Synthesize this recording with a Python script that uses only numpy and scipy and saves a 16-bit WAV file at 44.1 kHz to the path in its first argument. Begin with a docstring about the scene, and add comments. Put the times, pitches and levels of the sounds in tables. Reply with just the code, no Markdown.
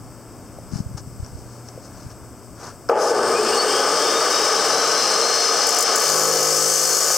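"""Chop saw cutting steel tube

Outdoors, in a light breeze, someone walks up to an abrasive saw and kneels. The motor starts: gear
impacts excite the casing's resonances, and tones locked to the shaft glide upward as it gains speed.
The wheel grazes the tube once a turn, then bites, and its grits make a bright grinding noise.
The microphone is close, and its gain control holds the roar at one level."""
import sys
import numpy as np
from scipy import signal
from scipy.fft import rfft, irfft, next_fast_len
from scipy.io import wavfile
from scipy.ndimage import map_coordinates

SR = 44100
rng = np.random.default_rng(int(sys.argv[2]) if len(sys.argv) > 2 else 0)


def to_wav(sig):
    """Store sig (one row per channel, or 1-D mono) as 16-bit WAV at the path in sys.argv[1].

    Samples outside -1..1 are clipped; the rate is SR.
    """
    pcm = np.clip(np.atleast_2d(sig), -1, 1) * 32767
    pcm = np.round(pcm).astype(np.int16)
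    wavfile.write(sys.argv[1], SR, pcm.T)  # frames by channels


N = 316197
T = np.arange(N) / SR

START_S, MAINS_HZ = 2.894, 59.9
FREE_SPEED, CUT_SPEED, GEAR_RATIO = 372.7, 363.2, 7  # shaft turns/s; shaft turns per wheel turn


def amp(db):
    """Amplitude ratio of a level in dB."""
    return 10 ** (np.asarray(db) / 20)


def unit(x):
    """Normalisation to rms 1."""
    return x / np.sqrt(np.mean(x ** 2) + 1e-20)


def along(points, hz):
    """Interpolation of (f/Hz, value) points on a logarithmic frequency axis."""
    f, values = np.transpose(points)
    return np.interp(np.log(hz + 1), np.log(f + 1), values)


def curve(points):
    """Linear interpolation of (t/s, value) points at every sample."""
    return np.interp(T, *np.transpose(points))


def swell(start, attack, hold, release):
    """Envelope: linear rise, plateau, then exponential decay of 60 dB per release time (all in s)."""
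    return np.clip((T - start) / attack, 0, 1) * amp(-60 * np.maximum(T - start - attack - hold, 0) / release)


def wobble(rate):
    """Random modulation: a spline through Gaussian values, rate of them a second."""
    knots = rng.standard_normal(int(N * rate / SR) + 4)
    coarse = T[::16]
    return np.interp(T, coarse, map_coordinates(knots, [coarse * rate]))


def filtered(x, response):
    """Linear filtering: the spectrum of x is multiplied by a frequency response."""
    size = next_fast_len(N + SR // 4)
    return irfft(rfft(x, size) * response(np.fft.rfftfreq(size, 1 / SR)), size)[..., :N]


def white():
    """Two uncorrelated white noises."""
    return rng.standard_normal((2, N))


def impacts(rate, spread_db):
    """Shot noise: two trains of random impulses of log-normal size, rate a second."""
    blows = rng.choice([-1., 1.], (2, N)) * (rng.random(N) < rate / SR)
    return unit(blows * amp(spread_db * rng.standard_normal(N)))


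def radiate(force, spectrum, low_hz=15, high_hz=19000, ripple_db=0):
    """Source and filter: two forces become coloured stereo of rms 1; crowded modes ripple the spectrum."""
    # likeness of left and right: f/Hz, correlation
    coherence = [(30, .05), (60, .15), (130, .55), (220, .997), (3000, .995), (5000, .94), (9000, .86),
                 (14000, .69)]

    def response(hz):
        angle = np.arccos(np.clip(along(coherence, hz), 0, 1)) / 2
        band = 1 / np.sqrt((1 + (low_hz / (hz + 1)) ** 40) * (1 + (hz / high_hz) ** 40))
        modes = np.interp(hz, np.linspace(0, SR / 2, 320), rng.standard_normal(320))
        colour = band * amp(along(spectrum, hz) + ripple_db * modes)
        return colour * np.array([np.cos(angle), np.sin(angle)])
    mid, side = filtered(force, response)
    return unit(np.array([mid + side, mid - side]))


def background():
    """Noise floor: turbulence at the microphone's ports, outdoor wash, mains hum and self-noise."""
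    # strength of the breeze: t/s, relative level/dB
    wind = [(0.0, -43), (0.27, -46.5), (0.52, -42.5), (0.9, -39.5), (1.22, -39), (1.45, -45), (1.69, -47),
            (2.67, -45.5), (2.85, -46), (7.17, -47)]
    # spectra of the three noises: f/Hz, relative level/dB
    breeze_spectrum = [(12, -48), (20, -13), (113, 0.5), (130, -8), (197, -6.5), (236, -19), (300, -23),
                       (390, -43), (660, -120)]
    wash_spectrum = [(120, -19), (200, -8), (236, 2.5), (441, -5), (697, -6.5), (772, -10), (1300, -11.5),
                     (1860, -21), (3840, -32), (4200, -51), (5460, -66), (9240, -120)]
    hiss_spectrum = [(2350, -57), (4000, -36), (4340, -15), (4760, -6.5), (5070, -5), (5890, -7),
                     (6350, -12), (7170, -10), (7690, -4.5), (8100, -1), (9250, -16.5), (15100, -16.5),
                     (15900, -21)]
    breeze = amp(curve(wind) + 0.5 + 1.5 * wobble(11)) * radiate(white(), breeze_spectrum)
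    wash = amp(-44 + 0.7 * wobble(3)) * radiate(white(), wash_spectrum)
    hum = amp(-44.5 + 2.1 * wobble(3.2)) * np.sin(2 * np.pi * 2 * MAINS_HZ * T)
    return breeze + wash + hum + amp(-51) * radiate(white(), hiss_spectrum)


def scuffs():
    """Friction noise: soles and cloth rub in short strokes over the faint rustle of walking."""
    # strokes: t/s, half length/s, rub level/dB, hiss level/dB
    strokes = [(0.762, 0.046, -47, -41.5), (0.98, 0.0069, -39, -36.5), (0.997, 0.011, -48, -45),
               (1.26, 0.036, -50, -61), (1.689, 0.0046, -45, -47), (1.852, .015, -52, -52),
               (2.012, 0.098, -51.5, -54), (2.113, .015, -50, -52), (2.656, 0.064, -38, -42)]
    # dull rub and bright swish: f/Hz, relative level/dB
    rub_spectrum = [(150, -28), (400, 3.5), (1000, 5), (1600, 3), (2100, -9.5), (4000, -18), (5000, -52)]
    swish_spectrum = [(3800, -14.5), (4600, 1), (5500, 5), (7000, -3.5), (9500, -13), (16000, -30)]
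    rub = np.zeros(N)
    hiss = amp(-56.5 + 2.6 * wobble(21)) * np.exp(-((T - 1.6) / 0.53) ** 2)
    for start, half, rub_db, hiss_db in strokes:
        stroke = np.exp(-np.minimum(((T - start) / half) ** 2, 20))
        rub += amp(rub_db) * stroke
        hiss += amp(hiss_db) * stroke
    rubbing = rub * radiate(white(), rub_spectrum)
    return rubbing + hiss * radiate(impacts(rate=3400, spread_db=4), swish_spectrum)


def bumps(cycles=0.73):
    """Pressure pulses: dull bumps at the microphone reach its two ports unequal in level and phase."""
    # pulses: t/s, relative level/dB, f/Hz, left minus right/dB
    pulses = [(0.722, -27, 210, 23), (0.733, -17.5, 154, 13), (0.754, -17, 136, 9), (0.788, -25, 264, 10),
              (0.801, -13.5, 144, 3), (0.858, -20, 91.5, -7), (0.911, -29, 129, 13),
              (0.944, -23.5, 115, 15), (1.07, -30, 126, 19), (1.195, -21, 94, 7.0), (1.222, -21, 83.4, -2),
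              (1.347, -27, 92, -18), (1.753, -32.5, 124, 3.0), (2.045, -31, 110, 2.5), (2.06, -26, 113, -1)]
    out, t = np.zeros((2, N)), T[:SR // 10]
    for start, db, hz, pan_db in pulses:
        age = t * hz / cycles
        sides = amp(np.array([[pan_db + 1], [1 - pan_db]]) / 2)
        envelope = age ** 2 * np.exp(1 - age ** 2)
        push = envelope * np.sin(2 * np.pi * hz * t + rng.standard_normal((2, 1)))
        out[:, round(start * SR):][:, :len(t)] += sides / sides.mean() * amp(db + 0.5) * push
    return out


def knocks():
    """Impulse response: each blow excites one damped mode and a little crack of noise."""
    # small taps, the switch, the gears taking up slack: t/s, level/dB, f/Hz, t60/s
    blows = [(.586, -18.5, 590, 0.013), (1.247, -32, 5500, .012), (1.263, -32, 5900, .01),
             (1.687, -26.5, 5760, 0.011), (1.776, -23.5, 522, 0.033), (2.889, -15, 1350, 0.02),
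             (2.89, -16.5, 5300, 0.0081), (2.8943, -18, 474, 0.21), (2.897, -7, 1190, 0.023),
             (2.898, -7, 2330, 0.0025)]
    out, t = np.zeros(N), T[:SR // 6]
    for start, db, hz, t60 in blows:
        crack = 0.031 * amp(-60 * t / 0.025) * rng.standard_normal(len(t))
        ring = amp(-60 * t / t60) * np.minimum(t * hz, 1) * np.sin(2 * np.pi * hz * t)
        out[round(start * SR):][:len(t)] += amp(db) * (ring + crack)
    return out


def motor_speed(surge_share=0.41, surge_s=0.2746, settle_s=1.064):
    """Exponential run-up in turns/s: a quick surge and a slow approach, capped at a wavering load speed."""
    t = np.maximum(T - START_S, 0)
    shortfall = surge_share * np.exp(-t / surge_s) + (1 - surge_share) * np.exp(-t / settle_s)
    return np.clip(FREE_SPEED * (1 - shortfall), 0, CUT_SPEED + 0.7 * wobble(9))


def buzz():
    """Magnetic force: the starting current shakes the windings at even multiples of the mains frequency."""
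    # partials: multiple of twice the mains frequency, level/dB
    partials = [(1, -44), (2, -30.5), (5, -30)]
    phase = 2 * np.pi * 2 * MAINS_HZ * T
    lines = sum(amp(db) * np.sin(k * phase + 0.66 * wobble(25)) for k, db in partials)
    return swell(start=3.1, attack=0.01, hold=0.25, release=1) * lines


def brushes():
    """Arcing: sparks sizzle under the starting current, and the brushes ring until it falls."""
    # sparks and brush resonance: f/Hz, relative level/dB
    sizzle_spectrum = [(2000, -13), (4200, -9), (5200, 6.5), (7000, -2.5), (8500, -8), (11000, -15),
                       (16000, -28)]
    ring_spectrum = [(7600, -42), (8100, -19), (8350, 9), (8700, -5), (9500, -19), (12000, -41)]
    arcing = amp(-19.5) * swell(start=2.965, attack=0.06, hold=0.077, release=0.32)
    sizzle = arcing * radiate(impacts(rate=5000, spread_db=1), sizzle_spectrum)
    ringing = amp(-27 + 2.2 * wobble(60)) * swell(start=3.02, attack=0.32, hold=0.62, release=0.66)
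    return sizzle + ringing * radiate(impacts(rate=4400, spread_db=7), ring_spectrum)


def growl(throb, speed):
    """Forced vibration: starting torque shakes the frame, and the base resonates at middle speeds."""
    # responses of frame and base: f/Hz, relative level/dB
    frame_spectrum = [(200, -36), (330, -11), (400, 0), (470, 5), (560, -2), (650, 6), (730, -23),
                      (830, 4.5), (1000, -12), (1300, -19), (2000, -23), (3200, -29)]
    base_spectrum = [(340, -6.5), (385, -4.5), (425, 0.5), (455, -4), (500, -10)]
    engage = np.clip((T - START_S) / 0.03, 0, 1)
    torque = amp(-13) * engage * swell(start=2.893, attack=0.004, hold=0.26, release=1.3)
    shaking = throb * impacts(rate=2200, spread_db=3.5)
    frame = torque * radiate(shaking, frame_spectrum, low_hz=192, high_hz=3350)
    boom = amp(-14.5) * np.exp(-((speed - 204) / 96) ** 2)
    return frame + boom * radiate(throb * white(), base_spectrum, low_hz=328, high_hz=523)


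def whine(shaft_turns, speed):
    """Rotational orders: harmonics of the shaft swell as they glide through the housing's resonances."""
    # motor tones: multiple of the shaft frequency, level/dB before the lift
    orders = [(1, -42.5), (2, -33.5), (3, -43), (11, -36.5), (12, -31.5), (18, -39)]
    # housing resonances: f/Hz, half width/Hz, lift/dB
    resonances = [(274, 100, 11), (470, 90, 15), (834, 125, 21.5), (2440, 88, 9), (2830, 92, 10),
                  (3200, 90, 10.5), (3630, 50, 9), (4064, 200, 5), (4197, 75, 9.5), (4497, 156, 23.5)]
    # phase and level grow steadier with speed
    pace = speed / CUT_SPEED
    phase = 2 * np.pi * shaft_turns + (0.11 - 0.08 * pace) * wobble(110)
    flutter_db = 7 - 4.8 * pace
    grid_hz = np.arange(SR // 2)
    lift_db = sum(db * np.exp(-((grid_hz - hz) / width) ** 2) for hz, width, db in resonances)
    tones = np.zeros(N)
    for order, db in orders:
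        level_db = db + np.interp(order * speed, grid_hz, lift_db) + flutter_db * wobble(30)
        tones += amp(level_db) * np.sin(order * phase)
    emerge = np.sqrt(np.clip((speed - 170) / 150, 0, 1))
    return np.sqrt(2) * tones * emerge


def gear_clatter(drive, doublings):
    """Impact excitation: the gears rattle unevenly and ring the modes of the gearbox and wheel guard."""
    # responses of gearbox and guard: f/Hz, relative level/dB
    gearbox_spectrum = [(82, -67), (140, -26.5), (168, -23), (226, -19), (259, -18), (338, -13),
                        (422, -5.5), (458, 2), (505, -6), (626, -5.5), (756, -8.5), (821, -6),
                        (1000, -16.5), (1300, -35), (2200, -120)]
    guard_spectrum = [(560, -39), (950, -13.5), (1020, -11), (1150, 1.5), (1210, 2.5), (1360, -4),
                      (1680, -7), (1860, -17), (1950, -18), (2540, -46), (4290, -120)]
    rattle_db = -12.5 + 1.18 * wobble(12)
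    gearbox = radiate(drive(impacts(rate=3000, spread_db=1.5)), gearbox_spectrum, low_hz=130)
    guard = radiate(drive(impacts(rate=4000, spread_db=0.5)), guard_spectrum, high_hz=2020, ripple_db=2.5)
    return amp(rattle_db + 0.2 * doublings) * gearbox + amp(rattle_db + 2.5 * doublings) * guard


def fan(drive, doublings, bite):
    """Aerodynamic noise: the fan's rush grows as a power of its speed."""
    # rush: f/Hz, relative level/dB
    spectrum = [(1850, 2.5), (2100, -1.5), (2330, 0.5), (2580, -5), (2900, 2), (3200, 0.5), (3420, -2.5),
                (3620, -1), (3900, -8.5), (4150, -12), (4300, -4)]
    rush = radiate(drive(white()), spectrum, low_hz=1680, high_hz=4400)
    return amp(-17.5 + 9.5 * doublings + 0.56 * bite) * rush


def wheel_air(doublings, bite):
    """Turbulence: air hisses off the wheel and the rim whistles near full speed; both ease in the cut."""
    # hiss and whistle: f/Hz, relative level/dB
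    hiss_spectrum = [(2560, -38), (4350, -3.5), (4720, 3), (5150, 2), (5380, 2), (6090, -6.5), (6830, -8.5),
                     (8210, -4.5), (8960, -12.5), (10200, -18), (11000, -18.5), (12400, -25),
                     (14900, -22.5), (15900, -29)]
    whistle_spectrum = [(4900, 1), (5300, 2), (5600, -1), (5950, 1), (6300, -3), (6700, -9)]
    hiss_db = -11 + 8 * doublings + 0.84 * wobble(120)
    hiss = radiate(impacts(rate=14000, spread_db=0), hiss_spectrum, low_hz=4250, ripple_db=1.6)
    whistle = radiate(white(), whistle_spectrum, low_hz=4870, high_hz=6700, ripple_db=1)
    return (amp(hiss_db) * hiss + amp(-9 + 28 * doublings) * whistle) * amp(-2 * bite)


def grazes(speed, rise_s=0.002, t60=0.045):
    """Intermittent contact: during a touch the rim's high spot throws a spray of sparks once a turn."""
    # touches of rim on tube: t/s, length/s, level/dB
    touches = [(5.668, .025, 0), (5.705, .07, -5), (5.785, .05, 2.5), (5.957, .01, 5.5), (5.978, .13, -2)]
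    # sparks: f/Hz, relative level/dB
    spectrum = [(4500, -40), (5500, -2.5), (6800, 9), (8500, 3.5), (10000, -1), (16000, -10)]
    spray, t = np.zeros(N), T[:SR // 8]
    for start, length, db in touches:
        turn_s = GEAR_RATIO / speed[round(start * SR)]
        burst = amp(db - 60 * t / t60) * (1 - np.exp(-t / rise_s))
        for onset in np.arange(start, start + length, turn_s):
            spray[round(onset * SR):][:len(t)] += burst
    return spray * radiate(impacts(rate=12000, spread_db=0.5), spectrum)


def judder(turns):
    """Periodic forcing: the frame hums at harmonics of the wheel, most while the tube's top wall is cut."""
    # partials: multiple of the wheel frequency, relative level/dB
    partials = [(2, -25), (3, -7.5), (4, -17), (5, -33), (6, -8), (7, -6), (8, -4), (9, 2.5), (10, 3),
                (11, -3), (14, -15), (21, -6), (23, -10), (24, -10), (25, -1)]
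    lines = sum(amp(db) * np.sin(2 * np.pi * (k * turns + rng.random()) + 0.3 * wobble(11))
                for k, db in partials)
    top_wall = swell(start=6.02, attack=0.16, hold=0.48, release=1.2)
    side_walls = np.clip((T - 6.02) / 0.16, 0, 1)
    return (amp(-14) * top_wall + amp(-20) * side_walls) * unit(lines)


def pecking(turns, sharpness=4):
    """Amplitude modulation: the high spot rings the tube once a turn, less as the wheel wears round."""
    # response of the tube: f/Hz, relative level/dB
    spectrum = [(5900, -24), (6250, -6), (6400, -11), (6650, -18), (6950, 19), (7200, -20)]
    dig = unit(np.exp(sharpness * (np.cos(2 * np.pi * turns) - 1)))
    high_spot = swell(start=5.99, attack=0.21, hold=0.12, release=2.3)
    return amp(-5.5) * high_spot * dig * radiate(white(), spectrum, low_hz=5800, high_hz=7300)


def grit_force(turns, memory=0.87, lasting_share=0.65, lumpy_db=1.1, grits_per_turn=850):
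    """Quasi-periodic force: the same grits meet the steel each turn until wear replaces them."""
    fresh = rng.standard_normal((2, int(turns[-1]) + 2, grits_per_turn))
    grits = signal.lfilter([1], [1, -memory], fresh, axis=1).reshape(2, -1)
    track = np.array([map_coordinates(row, [turns * grits_per_turn]) for row in grits])
    force = np.sqrt(lasting_share) * unit(track) + np.sqrt(1 - lasting_share) * white()
    # the wheel is out of round, so the pressure swings within each turn
    lobes = sum(np.cos(2 * np.pi * (k * turns + rng.random())) / k ** 0.68 for k in range(1, 9))
    return unit(force * amp(lumpy_db * lobes))


def grinding(force, grind_db):
    """Abrasion: the grits' force radiates as a bright hiss, and the kerf sings for a moment."""
    # grinding hiss and kerf resonance: f/Hz, relative level/dB
    grind_spectrum = [(2590, -35), (4400, -8), (4770, -1.5), (5170, -1), (5730, -0.5), (6280, 1),
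                      (7460, -5.5), (8090, -4.5), (9760, -12.5), (10900, -14), (12400, -14.5), (14700, -16),
                      (15500, -19), (15900, -28)]
    kerf_spectrum = [(7300, -21), (7750, 0), (8020, 1), (8250, -14), (8900, -14)]
    hiss = amp(grind_db + 0.93 * wobble(250)) * radiate(force, grind_spectrum, low_hz=4380, ripple_db=0.7)
    singing = amp(-14) * swell(start=6.46, attack=0.21, hold=0.099, release=1.1)
    return hiss + singing * radiate(force, kerf_spectrum, low_hz=7200, high_hz=9000)


def saw():
    """Mechanical coupling: one shaft paces motor and wheel, and the cutting force also shakes the body."""
    # grinding as the wheel sinks into the steel: t/s, level/dB
    cut_levels = [(5.88, -37), (5.96, -17), (6.1, -7), (6.2, -3.5), (6.42, -5), (6.75, -1.5), (7.17, -1.5)]
    speed = motor_speed()
    shaft_turns = np.cumsum(speed) / SR
    wheel_turns = shaft_turns / GEAR_RATIO
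    pace = speed / CUT_SPEED
    doublings = np.log2(np.maximum(pace, 0.09))  # of speed; its factors are dB per doubling
    grind_db = curve(cut_levels)
    bite = 1 / (1 + amp(-11 - grind_db) ** 2)  # grinding's share of the power against -11 dB of air hiss
    cut_force = grit_force(wheel_turns)
    throb = 1 + 0.15 * (1 - pace) * np.cos(2 * np.pi * 120 * T)  # mains torque ripple at low speed

    def drive(free_force):
        return np.sqrt(1 - 0.28 * bite) * free_force * throb + np.sqrt(0.39 * bite) * cut_force
    body = gear_clatter(drive, doublings) + fan(drive, doublings, bite) + wheel_air(doublings, bite)
    contact = grinding(cut_force, grind_db) + grazes(speed) + judder(wheel_turns) + pecking(wheel_turns)
    motor = growl(throb, speed) + buzz() + whine(shaft_turns, speed) + brushes()
    running = np.clip((T - START_S) / 0.00096, 0, 1)
    return running * (motor + body + contact)


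def scene():
    """Superposition: the pressures of all sources add at the microphone."""
    return saw() + knocks() + bumps() + scuffs() + background()


def ports(hz):
    """Frequency response of the microphone's housing: narrow notches and a bias to the left."""
    # notches: f/Hz, half width/Hz, depth (0-1)
    notches = [(1886, 69, 0.58), (3376, 51, 0.7), (4817, 79, 1), (5630, 103, 0.5), (7430, 67, 0.32)]
    # channel imbalance: f/Hz, left minus right/dB
    imbalance = [(100, 1.5), (300, 2.8), (1200, 1.87), (3900, 0.91), (4500, 3.6), (5200, 7.6), (7500, 4.6),
                 (13000, 6.9)]
    dips = np.prod([1 - min(depth, 0.97) * np.exp(-((hz - centre) / width) ** 2)
                    for centre, width, depth in notches], axis=0)
    sides = amp(along(imbalance, hz) * np.array([[1], [-1]]) / 2)
    return dips * sides / sides.mean(0)


def gain_control(x, ceiling_db, lag_s):
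    """Limiting: the gain falls by as much as the running level exceeds the ceiling."""
    pole = np.exp(-1 / (lag_s * SR))
    power = signal.lfilter([1 - pole], [1, -pole], x.mean(0) ** 2)
    over_db = np.maximum(10 * np.log10(power + 1e-12) - ceiling_db, 0)
    return x * amp(-over_db)


def record(dry):
    """Transduction: the ports colour the sound, then come gain control and a band limit."""
    levelled = gain_control(filtered(dry, ports), ceiling_db=-18.5, lag_s=0.017)
    return filtered(levelled, lambda hz: hz < 16050)


dry = scene()
out = record(dry)
to_wav(out)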